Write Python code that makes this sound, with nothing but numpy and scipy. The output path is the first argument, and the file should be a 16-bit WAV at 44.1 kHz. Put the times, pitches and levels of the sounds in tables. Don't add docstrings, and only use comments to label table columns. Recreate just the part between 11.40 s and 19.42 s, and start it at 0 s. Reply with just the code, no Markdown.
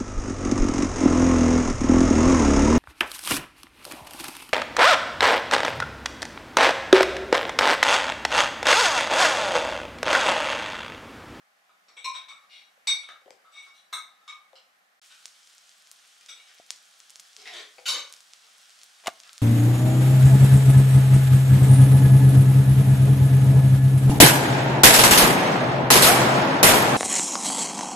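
import sys
import numpy as np
from scipy import signal
from scipy.fft import rfft, irfft, next_fast_len
from scipy.io import wavfile
from scipy.ndimage import uniform_filter1d, map_coordinates

SR = 44100
rng = np.random.default_rng(int(sys.argv[2]) if len(sys.argv) > 2 else 0)


def magnitude_from_level(level_db):
    exponent = np.asarray(level_db, float) / 20
    return 10 ** exponent


def master(y):
    cut = np.clip(np.atleast_2d(y).T, -1, 1)
    pcm = np.round(cut * 32767)
    wavfile.write(sys.argv[1], SR, pcm.astype(np.int16))


N = 353593

# start_s, end_s
SILENT_CUT = (3.597, 3.616)


def unit(x):
    return x / np.sqrt(np.mean(x ** 2) + 1e-20)


def along(points, hz):
    point_hz, value = np.transpose(points)
    return np.interp(np.log(hz + 1), np.log(point_hz + 1), value)


def curve(rows):
    return np.interp(np.arange(N) / SR, *np.transpose(rows))


def wobble(rate):
    knots = rng.standard_normal(int(N * rate / SR) + 4)
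    return map_coordinates(knots, [np.arange(N) * rate / SR])


def filtered(x, response):
    size = next_fast_len(x.shape[-1] + 4096)
    spectrum = rfft(x, size) * response(np.fft.rfftfreq(size, 1 / SR))
    return irfft(spectrum, size)[..., :x.shape[-1]]


def add(out, s, x):
    part = out[:, round(s * SR):][:, :x.shape[1]]
    part += x[:, :part.shape[1]]


def sides(db):
    return magnitude_from_level(np.array([[db / 2], [-db / 2]]))


def rush(spectrum, alike, patchy_db):
    grains = signal.stft(rng.standard_normal((2, N)), nperseg=512)[2]
    patches = uniform_filter1d(rng.standard_normal(grains.shape[1:]), size=6, axis=0)
    patches = uniform_filter1d(patches, size=12, axis=1)
    pair = signal.istft(grains * magnitude_from_level(patchy_db * unit(patches)), nperseg=512)[1][:, :N]

    def mid_side(hz):
        angle = np.arccos(np.clip(along(alike, hz), -1, 1)) / 2
        return magnitude_from_level(along(spectrum, hz)) * [np.cos(angle), np.sin(angle)]

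    mid, side = filtered(pair, mid_side)
    return unit(np.array([mid + side, mid - side]))


def room(rise):
    # pitch_hz, t60_s
    kitchen = [(200, 0.33), (1000, 0.45), (4000, 0.34), (8000, 0.29), (15000, 0.3)]
    hz, t, grains = signal.stft(rng.standard_normal((3, SR // 2)), SR, nperseg=256)
    fade = magnitude_from_level(-60 * t / along(kitchen, hz)[:, None])
    tail = signal.istft(grains * fade, SR, nperseg=256)[1]
    tail = 1.3 * tail[0] + tail[1:]
    tail = tail * (1 - np.exp(-np.arange(tail.shape[1]) / SR / rise))
    return tail / np.linalg.norm(tail[0])


def touch(length):
    n = int(length * SR) + 4
    chatter = magnitude_from_level(4 * rng.standard_normal(n // 64 + 1)).repeat(64)[:n]
    envelope = np.sin(np.pi * (np.arange(n) / n) ** 0.5164)
    force = envelope * rng.standard_normal(n) * chatter
    return force / np.linalg.norm(force)


def ring(modes, gain):
    rattle_db, rattle_hz = 4.5, 70.7
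    t = np.arange(SR // 3) / SR
    hz, db, t60 = np.transpose(modes)[:, :, None]
    above = hz * (1 + 0.029 * rng.random(hz.shape))
    below = hz * (1 - 0.0316 * rng.random(hz.shape))
    hz = np.concatenate([hz, above, below])
    db = np.concatenate([db, db - 6.5, db - 8.0])
    t60 = np.clip(np.concatenate([0.76 * t60, 0.35 * t60, 0.26 * t60]), .003, .3)
    swell = 1 - np.exp(-35 * t / t60)
    knots = rng.standard_normal((len(hz), 64))
    at = np.minimum(t * rattle_hz, 62)
    k = at.astype(int)
    flutter_db = rattle_db * (knots[:, k] + (at - k) * (knots[:, k + 1] - knots[:, k]))
    phase = 2 * np.pi * (hz * t + rng.random(hz.shape))
    level = magnitude_from_level(db + flutter_db - 60 * t / t60) / np.sqrt(t60)
    return np.sum(gain(hz) * level * swell * np.sin(phase), axis=0)


def room_at_rest():
    # pitch_hz, density_db (per Hz)
    quiet = [(15, -74), (25, -29.5), (142, -31.5), (186, -15.5), (355, -22), (595, -9), (700, -5.5),
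             (823, -3.5), (943, -15.5), (1020, -6), (1810, -5), (2120, -7.5), (2710, -12), (14900, -26.5),
             (16200, -45)]
    # time_s, level_db
    quiet_level = [(0, -65.5), (1, -62.5), (3.3, -64), (3.6, -66.5), (6, -65), (8.02, -63.5)]
    # pitch_hz, correlation (-1 to 1)
    alike = [(100, 1), (550, 0.19), (1650, -0.33), (5000, 0.33), (15000, 0.24)]
    return magnitude_from_level(curve(quiet_level)) * rush(quiet, alike, patchy_db=.6)


def cutlery():
    rings = { "fork": [(1222, -22, .06), (2233, 0, .16), (2282, -10, .1), (2360, -12, .1), (2850, -18, .06),
             (3403, -12, .07), (3545, -10, .07), (3714, 0, .14), (3834, -8, .1), (4480, -20, .06),
             (5520, -18, .07), (5780, -9, .1), (5965, -14, .08), (7305, -22, .07), (7958, -8, .09),
             (8527, -22, .07), (9211, -28, .06), (10530, -24, .07), (11790, -34, .06), (13690, -36, .05),
             (14600, -35, .05)], "spoon": [(1044, 1, .3), (2234, -4, .08), (2369, -3, .08), (3714, -12, .1),
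             (3817, -6, .08), (4124, -3, .05), (5480, -9, .09), (5938, -12, .07), (7176, -22, .06),
             (8000, -14, .07), (9572, -30, .06), (10610, -24, .05), (11640, -30, .05), (14130, -40, .05)],
             "knife": [(1281, -3, .11), (1360, -9, .06), (2245, -7, .08), (3542, -8, .1), (3612, 0, .12),
             (3700, -3, .12), (3790, -1, .1), (4020, -11, .07), (4270, -13, .06), (5620, -13, .07),
             (5975, -12, .07), (6500, -20, .06), (6901, -20, .06), (7983, -15, .07), (8565, -8, .09),
             (10570, -27, .05), (11790, -24, .06), (14300, -29, .05)], "ladle": [(1100, -9, .06),
             (1222, -1, .08), (2229, -4, .1), (3714, -5, .1), (3830, -2, .09), (5469, -12, .08),
             (5965, -15, .07), (7348, -11, .08), (8005, -24, .06), (9410, -21, .07)],
             "whisk": [(2240, -7, .1), (2880, -4, .05), (3310, -6, .08), (3560, -6, .06), (3860, 0, .06),
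             (4340, -14, .05), (5770, -11, .07), (8580, -22, .06)], "pile": [(590, -16, .05),
             (1184, -10, .05), (1500, -14, .05), (2040, -11, .07), (2229, -8, .08), (3060, -4, .07),
             (3722, 0, .16), (3835, 0, .09), (3952, -3, .08), (4312, -7, .07), (4440, -3, .08),
             (4566, -3, .08), (4760, -8, .07), (5514, -1, .1), (6280, -5, .08), (6620, -12, .07),
             (7065, -10, .07), (7570, -5, .08), (9012, -14, .06), (9870, -14, .07), (10650, -18, .05),
             (12600, -18, .04), (14220, -18, .05)], "board": [(406, -11, 0.09), (525, 2, 0.066),
             (740, -6, 0.028), (1300, -14, 0.013), (2360, -12, .01), (4500, -22, .012)],
             "latch": [(1400, -6, .01), (2400, -4, .01), (4000, -5, .01), (5400, -1, .012),
             (7500, -8, .005)], "tray": [(432, -10, 0.12), (730, -5.5, 0.05), (1260, -10, 0.0067),
             (1910, 2, 0.007), (3300, 4.5, 0.0052), (5400, -3, 0.011), (7530, -22, .005)], }
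    # start_s, thing, level_db (loudest 20 ms, before panning), contact_s,
    # brightness_db (per octave)
    contacts = [ (.292, "knife", -60.5, 0.013, -16), (.483, "latch", -56.5, 0.0036, -1),
                (.566, "fork", -44, 0.018, -6), (.643, "spoon", -29.5, 0.0061, -1.5),
                (.74, "fork", -38, 0.023, -3.8), (.884, "fork", -44, 0.0076, -3),
                (0.902, "ladle", -51.5, .019, -8.5), (1.021, "ladle", -67, 0.0062, 2),
                (1.089, "whisk", -49, .13, -0.5), (1.375, "board", -64, 0.0037, 0),
                (1.47, "fork", -21, 0.00853, -1.5), (1.63, "knife", -49.5, 0.019, -2.5),
                (1.688, "knife", -43, 0.00458, -5), (1.817, "board", -66, .0023, -7),
                (1.859, "board", -52.5, .0028, -18), (1.879, "board", -49.5, 0.00059, -7),
                (1.906, "board", -47.5, 0.0012, 4.2), (2.044, "knife", -56.5, 0.034, -10.5),
                (2.115, "fork", -55, 0.023, 0), (2.138, "fork", -44, 0.078, -7),
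                (2.21, "whisk", -59.5, 0.042, 13), (2.261, "ladle", -55, 0.017, -1),
                (2.335, "whisk", -58, .074, 10), (2.526, "knife", -31, 0.018, 0.1),
                (2.81, "knife", -62.5, 0.0196, -11), (2.877, "ladle", -41, 0.0045, -3.5),
                (2.894, "ladle", -45.5, 0.011, -4), (3.131, "board", -52, .0024, -3),
                (3.154, "latch", -53.5, 0.005, 1), (3.699, "latch", -53.5, 0.028, 2),
                (4.805, "tray", -58.5, 0.016, 2.1), (4.885, "fork", -43, 0.0095, 0.5),
                (4.949, "whisk", -55.5, 0.1, -13), (5.07, "tray", -56.5, .06, 1.5),
                (5.16, "fork", -61, 0.032, -1.62), (5.85, "tray", -59.5, 0.0089, 5),
                (5.97, "tray", -50.5, 0.11, -1.5), (6.052, "tray", -40, 0.063, 0.3),
                (6.12, "tray", -39.5, 0.115, -.6), (6.19, "board", -49, 0.032, 11),
                (6.381, "board", -47, 0.019, 5.5), (6.455, "pile", -28.5, 0.029, 1.52),
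                (6.479, "pile", -25, 0.022, 1), (6.515, "pile", -31.5, 0.083, -4),
                (7.03, "tray", -61, .02, -5), (7.833, "latch", -56.5, 0.016, -4),
                (7.856, "latch", -58.5, .03, -17)]
    places = {"fork": (-7.5, -12.5, 2.44), "spoon": (-8.5, -11, 2.2), "knife": (-3.5, -15.5, 1.5),
              "ladle": (-7.5, -13.5, 1.9), "whisk": (-10.5, -12.5, 2.5), "pile": (-5, -5.5, 1.6),
              "board": (4.3, -19.5, 5.5), "latch": (-10, -9, .3), "tray": (-5.5, -4, 1.3)}
    # pitch_hz, density_db (per Hz)
    clatter = [(100, -41), (300, -18), (1000, -5), (3500, 2), (6500, -5), (10000, -14.5), (16000, -34)]
    clatter_falls, firm_db = 0.26, -41.5
    clatter_tilt = 0.59
    grid = np.fft.rfftfreq(SR, 1 / SR)
    out = np.zeros((2, N))
    for s, thing, db, length, tilt_db in contacts:
        direct_db, clatter_db, pan_db = places[thing]
        path = room(rise=0.0034)
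        path[:, 0] += magnitude_from_level(direct_db)
        path = signal.fftconvolve(touch(length)[None], path, axes=1)
        power = np.abs(rfft(path.mean(axis=0), SR)) ** 2
        carried = np.sqrt(np.abs(uniform_filter1d(power, size=60)))

        def tilt(hz):
            return magnitude_from_level(tilt_db * np.log2((hz + 300) / 3000))

        body = ring(rings[thing], lambda hz: tilt(hz) / np.interp(hz, grid, carried))
        body = np.pad(body / np.linalg.norm(body), (64, 0))
        click = filtered(np.pad([1.], (64, 1024)), lambda hz: magnitude_from_level(along(clatter, hz)) * tilt(hz) ** clatter_tilt)
        share = magnitude_from_level(clatter_db - clatter_falls * (db - firm_db))
        body[:len(click)] += share * click / np.linalg.norm(click)
        heard = signal.fftconvolve(body[None], path, axes=1)[:, 64:]
        loudest = np.sqrt(uniform_filter1d(np.mean(heard ** 2, axis=0), size=882).max())
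        add(out, s, magnitude_from_level(db) * sides(pan_db) * heard / loudest)
    return out


def bumps():
    # start_s, rub_db (peak before panning), rub_s, thud_db (peak before panning)
    contacts = [(5.1988, -57, 0.00088, -39.5), (7.635, -38, 0.047, -64), (7.659, -26.5, 0.014, -42),
                (7.6699, -14.5, 0.0057, -33), (7.676, -15.5, 0.0066, -25), (7.6807, -23, 0.00052, -14),
                (7.682, -26.5, 0.023, -41)]
    # pitch_hz, energy_db, t60_s
    thud_modes = [(697, 3, 0.025), (1160, -7.5, 0.027), (1700, -12, 0.028), (323, -28, 0.0314),
                  (100, -17, 0.041)]
    # pitch_hz, density_db (per Hz)
    rub_spectrum = [(200, -28), (700, 4), (1500, -3.5), (2700, -1), (4500, -9), (8000, -12.5), (15000, -29)]
    push_s = .002
    t = np.arange(SR // 10) / SR
    thud = 0
    for hz, db, t60 in thud_modes:
        thud = thud + magnitude_from_level(db - 60 * t / t60) / np.sqrt(t60) * np.sin(2 * np.pi * hz * t)
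    out = np.zeros((1, N))
    for s, rub_db, length, thud_db in contacts:
        force = touch(length)
        rub = filtered(np.pad(force, (0, 64)), lambda hz: magnitude_from_level(along(rub_spectrum, hz)))
        knock = signal.fftconvolve(force if length > push_s else np.abs(force), thud)
        add(out, s, magnitude_from_level(rub_db) * rub[None] / np.abs(rub).max())
        add(out, s, magnitude_from_level(thud_db) * knock[None] / np.abs(knock).max())
    tail = signal.fftconvolve(out, room(rise=0.0033), axes=1)[:, :N]
    return out * sides(1.0) + magnitude_from_level(-21.5) * tail


def snaps(s, db, hz, pan_db):
    k = np.arange(-16, 40)
    cycles = k * hz[:, None] / SR
    shape = -magnitude_from_level(db)[:, None] * np.cos(2 * np.pi * cycles + .5) * np.exp(-(cycles / .5) ** 2)
    at = (np.round(s * SR).astype(int)[:, None] + k).clip(0, N).ravel()

    def one_side(side):
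        return np.bincount(at, (shape * magnitude_from_level(side * pan_db)[:, None]).ravel(), N + 1)[:N]

    return np.array([one_side(.5), one_side(-.5)])


def spits():
    # start_s, level_db (nominal pulse height), pitch_hz
    pops = [(3.6616, -37, 6300), (3.8567, -17.5, 5790), (3.8802, -31.5, 5700), (4.074, -34, 5640),
            (4.1818, -32.5, 5800), (4.2936, -34, 5760), (4.4724, -35.5, 5330), (4.515, -23.5, 7500),
            (4.811, -36, 5800), (4.862, -29.5, 5900), (5.1853, -37.5, 4720), (5.2187, -42, 6540),
            (5.2644, -37, 6940), (5.3058, -9.5, 5670), (5.361, -33, 5600), (5.6028, -28.5, 5920),
            (5.6976, -30.5, 6030), (5.7049, -26.5, 7160), (5.7579, -23.5, 5800), (5.7977, -24, 5700),
            (5.801, -26, 7500), (5.932, -35.5, 5270), (5.966, -23.5, 5180), (6.0183, -34, 5700),
            (6.1388, -27.5, 4900), (6.7256, -22.5, 7400), (6.7387, -25.5, 5480), (6.7662, -32.5, 6100),
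            (6.8057, -31.5, 6540), (6.9354, -25.5, 5300), (7.1828, -35.5, 7500), (7.3052, -35, 5600),
            (7.3904, -36, 5770), (7.416, -32, 4670), (7.434, -26, 6280), (7.802, -26, 5400),
            (7.8355, -30.5, 4500), (7.8777, -37, 4500), (7.894, -28.5, 3840), (7.9315, -25.5, 6800),
            (7.9804, -22, 5540)]
    pan_db, spread_db = 1.1, 1.5
    plate_s, plate_db = .0009, -19.5
    echo_s, echo_db, echo_brighter, echo_pan_db = 0.0073, -15.5, 1.6, -7
    s, db, hz = np.transpose(pops)
    chance = rng.standard_normal((len(s), 3))
    burst = snaps(s, db, hz, pan_db + spread_db * chance[:, 0])
    echo_at = s + echo_s + 0.0002 * chance[:, 1]
    echo_level_db = db + echo_db + 4.0 * chance[:, 2]
    echo = snaps(echo_at, echo_level_db, echo_brighter * hz, np.full(len(s), echo_pan_db))
    plate = snaps(s + plate_s, db + plate_db, hz, np.full(len(s), pan_db))
    return burst + plate + echo


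def small_bubbles():
    count = 2500
    chance, colour = rng.random((count, 2)), rng.standard_normal((count, 2))
    size_db = np.minimum(2.5 - 4.2 * np.log(1 - chance[:, 1]), 19)
    pitch_hz = np.clip(5600 * np.exp(0.34 * colour[:, 0]), 2500, 10000)
    return snaps(chance[:, 0] * (N - 1) / SR, size_db, pitch_hz, 1.5 * colour[:, 1])


def pancake():
    # time_s, level_db
    frying = [(3.62, -58.5), (4.6, -59), (6, -58.5), (7, -58.5), (8.02, -56.5)]
    # pitch_hz, density_db (per Hz)
    hiss_spectrum = [(530, -31), (900, -10.5), (1390, 3), (1980, -3), (2840, 1), (3200, 3.5), (4130, 1),
                     (5590, 1), (9070, -4), (12400, -15.5), (15200, -23), (16200, -19)]
    level_db = curve(frying)
    unsteady_db = .5 * wobble(3) + .4 * wobble(14)
    hiss = magnitude_from_level(level_db + unsteady_db) * rush(hiss_spectrum, [(1500, .4), (5000, .75)], patchy_db=.7)
    crackle = magnitude_from_level(level_db) * small_bubbles() + spits()
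    tail = signal.fftconvolve(crackle.mean(axis=0)[None], room(rise=0.00061), axes=1)[:, :N]
    after_cut = np.arange(N) > SILENT_CUT[1] * SR
    return (hiss + crackle + magnitude_from_level(-8.5) * tail) * after_cut


def scene():
    t = np.arange(N) / SR
    things = cutlery() + bumps() + pancake()
    things = filtered(things, lambda hz: (1j * hz / (1j * hz + 220)) ** 2)
    return (room_at_rest() + things) * ((t < SILENT_CUT[0]) | (t > SILENT_CUT[1]))


def roll_off(x):
    return signal.sosfilt(signal.butter(12, 16640, fs=SR, output="sos"), x)


def record(dry):
    top_hz = 15750
    mix = filtered(dry, lambda hz: hz < top_hz)
    return roll_off(mix)


dry = scene()
out = record(dry)
master(out)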